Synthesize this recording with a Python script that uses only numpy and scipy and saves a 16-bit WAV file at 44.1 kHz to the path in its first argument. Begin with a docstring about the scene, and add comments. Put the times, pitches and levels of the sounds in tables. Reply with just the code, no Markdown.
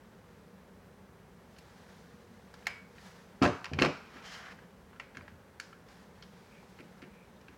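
"""Air noise, a wavering fan drone (band-passed noise) and faint electronic sines fill a quiet workshop throughout.
A rifle is turned in the hand: skin and cloth rub as flickering noise, steel parts click as filtered grit, and
a screwdriver slips with a modal ring. Set down on a wooden bench, it gives two knocks from bench modes, with
rattling taps and a ringing tube. The stock then scrapes over a mat as grainy noise; gliding sines squeak,
lesser clicks and knocks follow, and a screw rasps twice as narrow-band noise."""
import sys
import numpy as np
from scipy import signal
from scipy.fft import rfft, irfft, next_fast_len
from scipy.io import wavfile
from scipy.ndimage import uniform_filter1d

SR = 44100
rng = np.random.default_rng(int(sys.argv[2]) if len(sys.argv) > 2 else 0)


def field_ratio(decibels):
    """Amplitude ratio for a level in dB (20 dB per decade); scalars and array-likes work."""
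    return 10 ** (np.asarray(decibels, dtype=float) / 20)


def bounce(signal):
    """Save signal as a 16-bit WAV file at the path given by the first command-line argument."""
    frames = np.transpose(np.atleast_2d(signal))
    limited = np.clip(frames, -1, 1)
    pcm = np.round(limited * 32767).astype(np.int16)
    wavfile.write(sys.argv[1], SR, pcm)


N = 333837

# smooth air noise: (frequency [Hz], relative spectral level [dB per Hz])
AIR_SPECTRUM = [(20, -31), (40, -2.5), (60, -3), (130, -10.5), (229, -8.5), (317, -18), (384, -11),
                (531, -12.5), (695, -19.5), (1020, -21), (1440, -25), (2220, -44), (5000, -38),
                (16000, -44)]
# fan loudness before its wavering: (time [s], level [dB])
FAN_LEVEL = [(0, -58.5), (1.2, -61), (2.4, -58.5), (3.3, -60.5), (4.2, -60.5), (5.5, -66.5), (6.5, -65),
             (7.57, -63)]
# fan resonances: (centre [Hz], width [Hz], relative level [dB])
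FAN_BANDS = [(183.3, 49, -6.5), (480, 17, -15)]
# steady tones of electronics: (frequency [Hz], rms level [dB])
WHINES = [(4000, -91), (6002, -90.5), (8000, -100), (11999, -101), (14002, -99), (15735, -106)]
# hands and cloth rubbing, before the flicker: (time [s], treble level [dB])
RUB_LEVEL = [(0.0, -82), (0.34, -78.5), (0.59, -82), (1.33, -86), (1.54, -73), (1.95, -69), (2.23, -75.5),
             (2.5, -73.5), (2.664, -70), (2.826, -82), (3.07, -62.5), (3.242, -70.5), (3.38, -77.5),
             (4.96, -81), (5.15, -79), (5.4, -82), (5.84, -85), (5.9, -70.5), (6.03, -71.5), (6.1, -77),
             (6.42, -71.5), (6.86, -73.5), (7.2, -79.5), (7.57, -77)]
# dull and bright bands of the rubbing: (centre [Hz], width [Hz], relative level [dB])
RUB_LOW = [(840, 390, 14.5), (1665, 1140, 12.5), (2340, 590, -25), (3210, 1300, -3.5)]
RUB_HIGH = [(4300, 4100, 21), (5280, 4500, 0), (6500, 1200, -8), (11500, 2000, -6)]
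# steel and plastic parts meeting:
# (time [s], direct peak [dB], centre [Hz], tilt at 5.5 kHz [dB], tilt at 11 kHz [dB])
CLICKS = [(1.5613, -50, 1160, 0, -16), (1.5838, -46, 2100, 12, 10), (2.5392, -41.5, 990, 3, 0),
          (2.623, -51, 1210, -8, -10), (2.656, -46, 2250, 8, -16), (2.6683, -18, 2090, -2.5, -5.5),
          (2.9812, -44.5, 2050, -4, -19), (3.4174, -28.5, 1240, -19, -24), (3.4231, -20, 1180, 3, -18),
          (3.4312, -26, 1000, -9, -9), (3.4381, -19, 920, -13, -19), (3.4444, -21, 1240, 1, -17),
          (3.4515, -19, 1170, -14, -32), (3.4608, -19, 1770, -1, -36), (3.477, -29, 1040, -3, -30),
          (3.6433, -29, 1184, -1, -11), (3.6551, -29.5, 2490, 9, -20), (3.6637, -33.5, 1030, -14, -15),
          (3.7343, -27, 2580, 3, -18), (3.7881, -18.5, 2300, -3, -27), (3.7973, -22.5, 2300, 3, -24),
          (3.808, -29, 1590, -9.5, -9), (3.8155, -30, 932, 3, -21), (3.821, -10, 2400, 4.5, -15.5),
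          (3.828, -21, 2210, -8, -23), (3.8357, -24, 1300, -14, -19), (3.8485, -17.5, 1200, -2.5, -23),
          (3.8586, -19.5, 2250, -4, -12), (4.5884, -46, 1830, -11, -13), (4.928, -49, 1350, -31, -16),
          (4.9597, -51, 1430, -10, -16), (4.9978, -29.5, 2170, -3.5, -16), (5.148, -44, 1730, -4, -16),
          (5.153, -41, 1900, -8, -16), (5.1699, -32, 1620, -4.5, -8), (5.209, -39.5, 1490, -16, -21),
          (5.279, -41.5, 1760, -14, -19), (5.599, -26.5, 1620, 12.5, 1), (5.7281, -40, 1440, -12, -19),
          (5.884, -52, 1750, 10, -10), (5.9018, -53, 1730, 5, -10), (6.224, -41, 3300, 16, -25),
          (6.232, -51.5, 3330, 11, -25), (6.787, -46, 2270, -10, -12), (6.796, -47, 1500, -8, -12),
          (6.804, -45, 2430, -1, -1), (7.018, -46, 2500, 0, -16), (7.0242, -41.5, 1800, -9, -18),
          (7.033, -48.5, 2500, -12, -16), (7.41, -53.5, 934, 4, -2), (7.482, -40.5, 2260, -6, -16)]
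# broad resonances of the parts, damped by the hands: (centre [Hz], width [Hz], relative level [dB])
PARTS = [(1000, 1400, 5.5), (1510, 350, 3.5), (1620, 320, 0), (2250, 620, 2.5), (2880, 640, -2),
         (3150, 610, -20.5), (4370, 1170, -2), (5270, 950, -8.5), (7170, 2150, -7.5), (9900, 1100, -13.5),
         (12000, 2200, -13)]
# modes of the screwdriver shank: (frequency [Hz], relative level [dB], t60 [s])
DRIVER_MODES = [(1604, -3, .06), (2245, -3, .3), (2331, 0, .2), (3250, -12, .1), (4950, -12, .2),
                (5200, -13, .12)]
# the shank slips off the screw: (time [s], peak before the grip breaks it up [dB])
DRIVER_BLOWS = [(2.656, -52), (2.6685, -36)]
# weight landing on the bench top: (time [s], ring peak [dB], centre [Hz], slap relative to ring [dB])
KNOCKS = [(3.417, -13.5, 220, -11), (3.424, -27, 90, 2), (3.432, -24.5, 170, -7), (3.437, -48, 463, -17),
          (3.4457, -24, 261, 7), (3.715, -30, 170, -9.5), (3.727, -31.5, 90, -20), (3.742, -43, 170, -4),
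          (3.77, -34, 114, -11), (3.786, -23.5, 205, -23), (3.816, -18, 270, -3), (4.157, -47.5, 263, -2),
          (5.17, -44, 230, -11), (5.189, -44, 127, -8), (5.318, -47, 93, -20), (6.8, -44.5, 262, -12),
          (7.025, -44, 288, -9), (7.491, -50, 282, -11)]
# nominal modes of the bench top: (frequency [Hz], relative level [dB], t60 [s])
BENCH_MODES = [(70.4, -8, 0.13), (98.5, 3, 0.048), (170, -1.5, 0.031), (205, -1, 0.026),
               (264.6, 7.5, 0.025), (345, 1, 0.045), (424, 3, 0.053), (608, 2, 0.13), (707, 12.5, 0.024),
               (870, -1, 0.024), (990, -20, 0.016), (1280, -25, .02)]
# loose parts chatter while the weight settles: (start [s], length [s], starting level [dB])
RATTLES = [(3.426, 0.032, -26.5), (3.787, 0.016, -40.5), (3.818, 0.048, -30.5)]
# colour of the chatter: (frequency [Hz], relative spectral level [dB per Hz])
RATTLE_SPECTRUM = [(88, -18), (150, -4), (300, -12.5), (742, -5), (850, -10.5), (1250, -4.5), (1870, -22),
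                   (2500, -11.5), (3210, -26), (5300, -25), (15000, -60)]
# modes of a loose metal tube: (frequency [Hz], relative level [dB], t60 [s])
TUBE_MODES = [(3775, -2, .35), (3941, -8, .25), (5055, -8, .16), (6158, 0, .22), (7052, -5, .15),
              (8200, -9, .15), (9550, -9, .09), (14500, -19, .09)]
# the first knock jars the tube: (time [s], peak before the grip breaks it up [dB])
TUBE_BLOWS = [(3.432, -45), (3.461, -42.5)]
# the stock slides over the mat, before the grain: (time [s], low level [dB], treble level [dB])
SLIDE_LEVELS = [(4.03, -73, -73), (4.08, -63.5, -71), (4.172, -53.5, -63.5), (4.214, -56, -69),
                (4.262, -52, -52.5), (4.342, -51, -51.5), (4.442, -51.5, -61.5), (4.516, -52, -61.5),
                (4.54, -59.5, -68), (4.66, -68, -88)]
# dull and bright bands of the slide: (centre [Hz], width [Hz], relative level [dB])
SLIDE_LOW = [(880, 980, 3), (1680, 1150, 0.5), (2400, 580, -11)]
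SLIDE_HIGH = [(3030, 560, 8), (4200, 1700, 0.5), (5300, 1200, -0.5), (6600, 1600, -8), (11000, 6500, -27)]
# pitched squeaks and pips of handling: (time [s], peak [dB], start [Hz], end [Hz], length [ms])
SQUEAKS = [(4.166, -52, 1340, 1290, 28), (4.175, -53, 2410, 2320, 22), (4.261, -49, 3090, 3120, 30),
           (5.215, -61, 4700, 4600, 20), (6.628, -47, 880, 900, 5), (7.355, -63, 3660, 3700, 34)]
# a screw turning in its thread, before the flicker: (start [s], length [s], level [dB])
SCREW_TURNS = [(6.558, .02, -61.5), (7.136, 0.092, -68)]
# its narrow resonance: (centre [Hz], width [Hz], relative level [dB])
SCREW_BAND = [(2340, 460, 0)]
# diffuse tail: (band centre [Hz], t60 [s], level against the direct sound [dB])
ROOM = [(116, 0.25, -16.5), (435, 0.28, -13), (1140, 0.62, -19.5), (3000, 0.45, -16.5), (7200, 0.56, -13)]
# reflections from nearby walls and bench: (delay [ms], level [dB])
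ECHOES = [(2.3, -26.5), (3.7, -12.5), (5.9, -15), (8.1, -17), (11, -14.5)]

AIR_DB = -57.5
RUB_STEADY_DB, RUB_LOW_OVER_TREBLE_DB = -67, 5  # the dull band: a steady part plus one that follows the treble
CONTACT_MS, CONTACT_SCATTER = 1.31, 0.2  # median for firm touches; log-normal spread
SOFT_BELOW_DB, SOFT_MS_PER_DB = -36, 0.13  # faint touches are softer and last longer
MID_DB, MID_FOLLOWS_TREBLE = 2, 0.23  # click tilt at 3 kHz: offset, share of the 5.5 kHz tilt
PUSH_MS = 1.45
RATTLE_RISE_DB_PER_S, RATTLE_SAG_DB_PER_S, RATTLE_FALL_DB_PER_S = 2400, 108, 2598
SLIDE_FULL_DB = -50.5  # low level that counts as full pressure
HOLLOW_HZ, HOLLOW_WANDER, HOLLOW_WIDTH_HZ = 1665, 0.05, 850
HOLLOW_DB, HOLLOW_DB_PER_DB = -51, 3  # level at full pressure; slope against the low slide level
SCREW_RISE_DB_PER_S, SCREW_FALL_DB_PER_S = 158, 230
MIC_LOW_HZ = 67.6


def unit(x):
    """Normalization: scale to rms 1."""
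    return x / np.sqrt(np.mean(x ** 2))


def to_peak(x, db):
    """Normalization: scale to a peak of db."""
    return x * field_ratio(db) / np.abs(x).max()


def shaped(x, gain):
    """Zero-phase filtering: multiply the spectrum by a gain given as a function of frequency."""
    size = next_fast_len(len(x))
    hz = np.arange(size // 2 + 1) * SR / size + 1e-3
    return irfft(rfft(x, size) * gain(hz), size)[:len(x)]


def spectrum_gain(rows, f):
    """Spectral envelope: a (Hz, dB) table interpolated over log frequency."""
    hz, db = np.transpose(rows)
    return field_ratio(np.interp(np.log(f), np.log(hz), db))


def peaks_gain(peaks, f):
    """Resonance: sum of band-pass gains, each a simple resonance applied twice."""
    return sum(field_ratio(db) / (1 + ((f - hz * hz / f) / width) ** 2) for hz, width, db in peaks)


def resonant_noise(peaks):
    """Resonant filtering of white noise, scaled to rms 1."""
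    return unit(shaped(rng.standard_normal(N), lambda f: peaks_gain(peaks, f)))


def walk(rate):
    """Slow random modulation: levels held 1 / rate s and slewed twice, spread near 1."""
    hold = int(SR / rate)
    steps = np.repeat(rng.standard_normal(N // hold + 1), hold)
    return 0.62 * uniform_filter1d(uniform_filter1d(steps, hold), hold)[:N]


def curve(rows, outside=None):
    """Linear interpolation of a (s, value) table at every sample; outside replaces the held end values."""
    s, value = np.transpose(rows)
    return np.interp(np.arange(N) / SR, s, value, outside, outside)


def burst(s, length, db, rise, sag, fall):
    """Exponential envelope: climbs to db at s, sags for length s, then drops; slopes in dB per s."""
    t = np.arange(N) / SR - s
    return field_ratio(db - rise * np.maximum(-t, 0) - sag * np.clip(t, 0, length) - fall * np.maximum(t - length, 0))


def ring(modes, weight_db, detune):
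    """Modal superposition: damped sines, each weighted by how hard it is driven."""
    hz, db, t60 = np.transpose(modes)[:, :, None]
    t = np.arange(SR // 4) / SR
    sines = np.sin(2 * np.pi * hz * detune[:, None] * t)
    decay = np.exp(-np.log(1000) * t / np.clip(t60, .005, 1))
    return (field_ratio(db + weight_db[:, None]) * sines * decay).sum(axis=0)


def steel(modes, blows):
    """Modal ringing of bare metal, its thin rings broken up by the grip."""
    out = np.zeros(N)
    for s, db in blows:
        sound = ring(modes, 1.1 * rng.standard_normal(len(modes)), np.ones(len(modes)))
        onset = 1 - np.exp(-np.arange(len(sound)) / 40)
        add(out, s, to_peak(sound * onset, db))
    return out * field_ratio(4.5 * walk(140))


def add(out, s, sound):
    """Superposition: mix a sound in from time s."""
    i = int(s * SR)
    out[..., i:i + sound.shape[-1]] += sound[..., :N - i]


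def air():
    """Broadband noise: white noise given a smooth spectral envelope."""
    noise = rng.standard_normal(N)
    return field_ratio(AIR_DB) * unit(shaped(noise, lambda f: spectrum_gain(AIR_SPECTRUM, f)))


def fan():
    """Amplitude modulation: the drone is resonant noise whose level wavers slowly."""
    return field_ratio(curve(FAN_LEVEL) + 6.1 * walk(3.214)) * resonant_noise(FAN_BANDS)


def whines():
    """Pure tones: electronics sound as steady sines."""
    t = np.arange(N) / SR
    return sum(np.sqrt(2) * field_ratio(db) * np.sin(2 * np.pi * hz * t) for hz, db in WHINES)


def rub():
    """Friction: skin and cloth slip in fine grains, so the hiss flickers."""
    high = field_ratio(curve(RUB_LEVEL))
    low = np.hypot(field_ratio(RUB_STEADY_DB), high * field_ratio(RUB_LOW_OVER_TREBLE_DB))
    grain_db = 1.5 * walk(200) + 1.6 * walk(40)  # shared by both bands
    dull = low * field_ratio(grain_db + 0.52 * walk(13)) * resonant_noise(RUB_LOW)
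    bright = high * field_ratio(grain_db + 1.2 * walk(46)) * resonant_noise(RUB_HIGH)
    return dull + bright


def clicks():
    """Impact excitation: gritty contact drives part resonances; row 0 is direct, row 1 feeds the room."""
    out = np.zeros((2, N))
    lead = SR // 250  # space for the zero-phase filter to ring ahead of contact
    t = np.maximum(np.arange(SR // 25) - lead, 0) / SR
    for s, db, centre_hz, treble_db, top_db in CLICKS:
        ms = CONTACT_MS + SOFT_MS_PER_DB * max(SOFT_BELOW_DB - db, 0)
        ms *= np.exp(CONTACT_SCATTER * rng.standard_normal())
        u = t * 1000 / np.clip(ms, .2, 8)
        force = rng.standard_normal(len(t)) * u ** 1.47 * np.exp(-1.4 * u)
        # small parts radiate little bass; a harder edge gives more treble
        mid_db = MID_DB + MID_FOLLOWS_TREBLE * treble_db
        tilt = [(300, -12), (1000, 0), (3000, mid_db), (5500, treble_db), (11000, top_db)]

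        def gain(f):
            """Resonance: the part's spectrum, tilted and raised near the click's centre."""
            near_centre_db = 7.5 * np.exp(-(np.log2(f / centre_hz) / 0.33) ** 2)
            return peaks_gain(PARTS, f) * spectrum_gain(tilt, f) * field_ratio(near_centre_db)

        direct = to_peak(shaped(force, gain), db)
        # summed over all directions the grit evens out and only the colour of the part is left
        impulse = 1. * (np.arange(len(t)) == lead + SR // 1000)
        around = unit(shaped(impulse, gain)) * np.std(direct)
        add(out, s - lead / SR, np.array([direct, around]))
    return out


def screwdriver():
    """Free vibration: the shank rings on after slipping off the screw."""
    return steel(DRIVER_MODES, DRIVER_BLOWS)


def knocks():
    """Modal excitation: a smooth push sets the bench top ringing and is itself heard as a slap."""
    out, hz = np.zeros(N), np.array(BENCH_MODES)[:, 0]
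    push = np.hanning(int(PUSH_MS * SR / 1000) + 2)
    for s, db, centre_hz, slap_db in KNOCKS:
        chance = rng.standard_normal((2, len(hz)))
        weight_db = 16.5 * np.exp(-(np.log2(hz / centre_hz) / .5) ** 2) + 1.1 * chance[0]
        swing = ring(BENCH_MODES, weight_db, 1 + 0.023 * chance[1])
        swing = swing * (1 - np.exp(-np.arange(len(swing)) / SR / 0.00096))  # gradual onset
        add(out, s, to_peak(signal.fftconvolve(swing, push), db))
        add(out, s, to_peak(-push, db + slap_db))
    return out


def rattles():
    """Dense random impacts: taps of uneven size, coloured by the bench and the parts."""
    taps = rng.standard_normal(N) * field_ratio(1.9 * walk(500))
    chatter = unit(shaped(taps, lambda f: spectrum_gain(RATTLE_SPECTRUM, f)))
    slopes = RATTLE_RISE_DB_PER_S, RATTLE_SAG_DB_PER_S, RATTLE_FALL_DB_PER_S
    return chatter * sum(burst(*row, *slopes) for row in RATTLES)


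def tube():
    """Free vibration: the loose metal tube rings on after being jarred."""
    return steel(TUBE_MODES, TUBE_BLOWS)


def slide():
    """Friction: the stock scrapes over the mat in uneven grains; its hollow adds a wandering band."""
    # silent outside the table
    low, high = (field_ratio(curve([(row[0], row[column]) for row in SLIDE_LEVELS], -140)) for column in (1, 2))
    grain = field_ratio(2.2 * walk(200) + 2.6 * walk(50))
    scrape = grain * (low * resonant_noise(SLIDE_LOW) + high * resonant_noise(SLIDE_HIGH))
    # harder pressure wakes the hollow
    hollow = field_ratio(HOLLOW_DB + 2.5 * walk(40)) * (low / field_ratio(SLIDE_FULL_DB)) ** HOLLOW_DB_PER_DB
    # slow noise carried on the moving resonance
    k = int(SR / HOLLOW_WIDTH_HZ)
    slow = uniform_filter1d(uniform_filter1d(rng.standard_normal((2, N)), k), k)
    phase = 2 * np.pi * np.cumsum(HOLLOW_HZ * (1 + HOLLOW_WANDER * walk(9.5))) / SR
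    band = unit(slow[0] * np.cos(phase) + slow[1] * np.sin(phase))
    return scrape + hollow * band


def squeaks():
    """Frequency modulation: short gliding tones, roughened by random amplitude."""
    out = np.zeros(N)
    for s, db, start_hz, end_hz, ms in SQUEAKS:
        size = int(ms * SR / 1000)
        tone = np.sin(2 * np.pi * np.cumsum(np.linspace(start_hz, end_hz, size)) / SR)
        rough = 1 + 3.5 * uniform_filter1d(rng.standard_normal(size), size=40)
        add(out, s, to_peak(tone * rough * np.hanning(size), db))
    return out


def screw():
    """Friction with resonance: a screw turning in its thread rasps in one narrow band."""
    turns = sum(burst(*row, SCREW_RISE_DB_PER_S, 0, SCREW_FALL_DB_PER_S) for row in SCREW_TURNS)
    return field_ratio(3.5 * walk(53)) * resonant_noise(SCREW_BAND) * turns


def room(direct, around):
    """Reverberation: a few early echoes and a diffuse tail that dies away band by band."""
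    t = np.arange(SR * 3 // 4) / SR
    tail = np.zeros(len(t))
    for hz, t60, db in ROOM:
        band = shaped(rng.standard_normal(len(t)), lambda f: np.exp(-np.log2(f / hz) ** 2))
        build_up = 1 - np.exp(-t / (0.0005 + 0.56 / hz))  # the bass builds up late
        band = band * np.exp(-np.log(1000) * t / t60) * build_up
        tail += field_ratio(db) * band / np.sqrt(np.sum(band ** 2))
    out = direct + signal.fftconvolve(around, tail)[:N]
    for ms, db in ECHOES:
        add(out, ms / 1000, field_ratio(db) * direct)
    return out


def scene():
    """Superposition: hits and squeaks in the room over friction and the steady floor."""
    floor = air() + fan() + whines()
    direct, around = clicks() + screwdriver() + knocks() + rattles() + tube() + squeaks()
    return (floor + rub() + room(direct, around) + slide() + screw())[None]


def top_cut(x):
    """Nothing passes above the cut-off."""
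    return signal.sosfilt(signal.butter(12, 16540, fs=SR, output="sos"), x)


def record(dry):
    """High-pass filtering: the microphone drops the deep bass."""
    high_pass = signal.butter(3, MIC_LOW_HZ, "high", fs=SR, output="sos")
    return top_cut(signal.sosfilt(high_pass, dry))


dry = scene()
out = record(dry)
bounce(out)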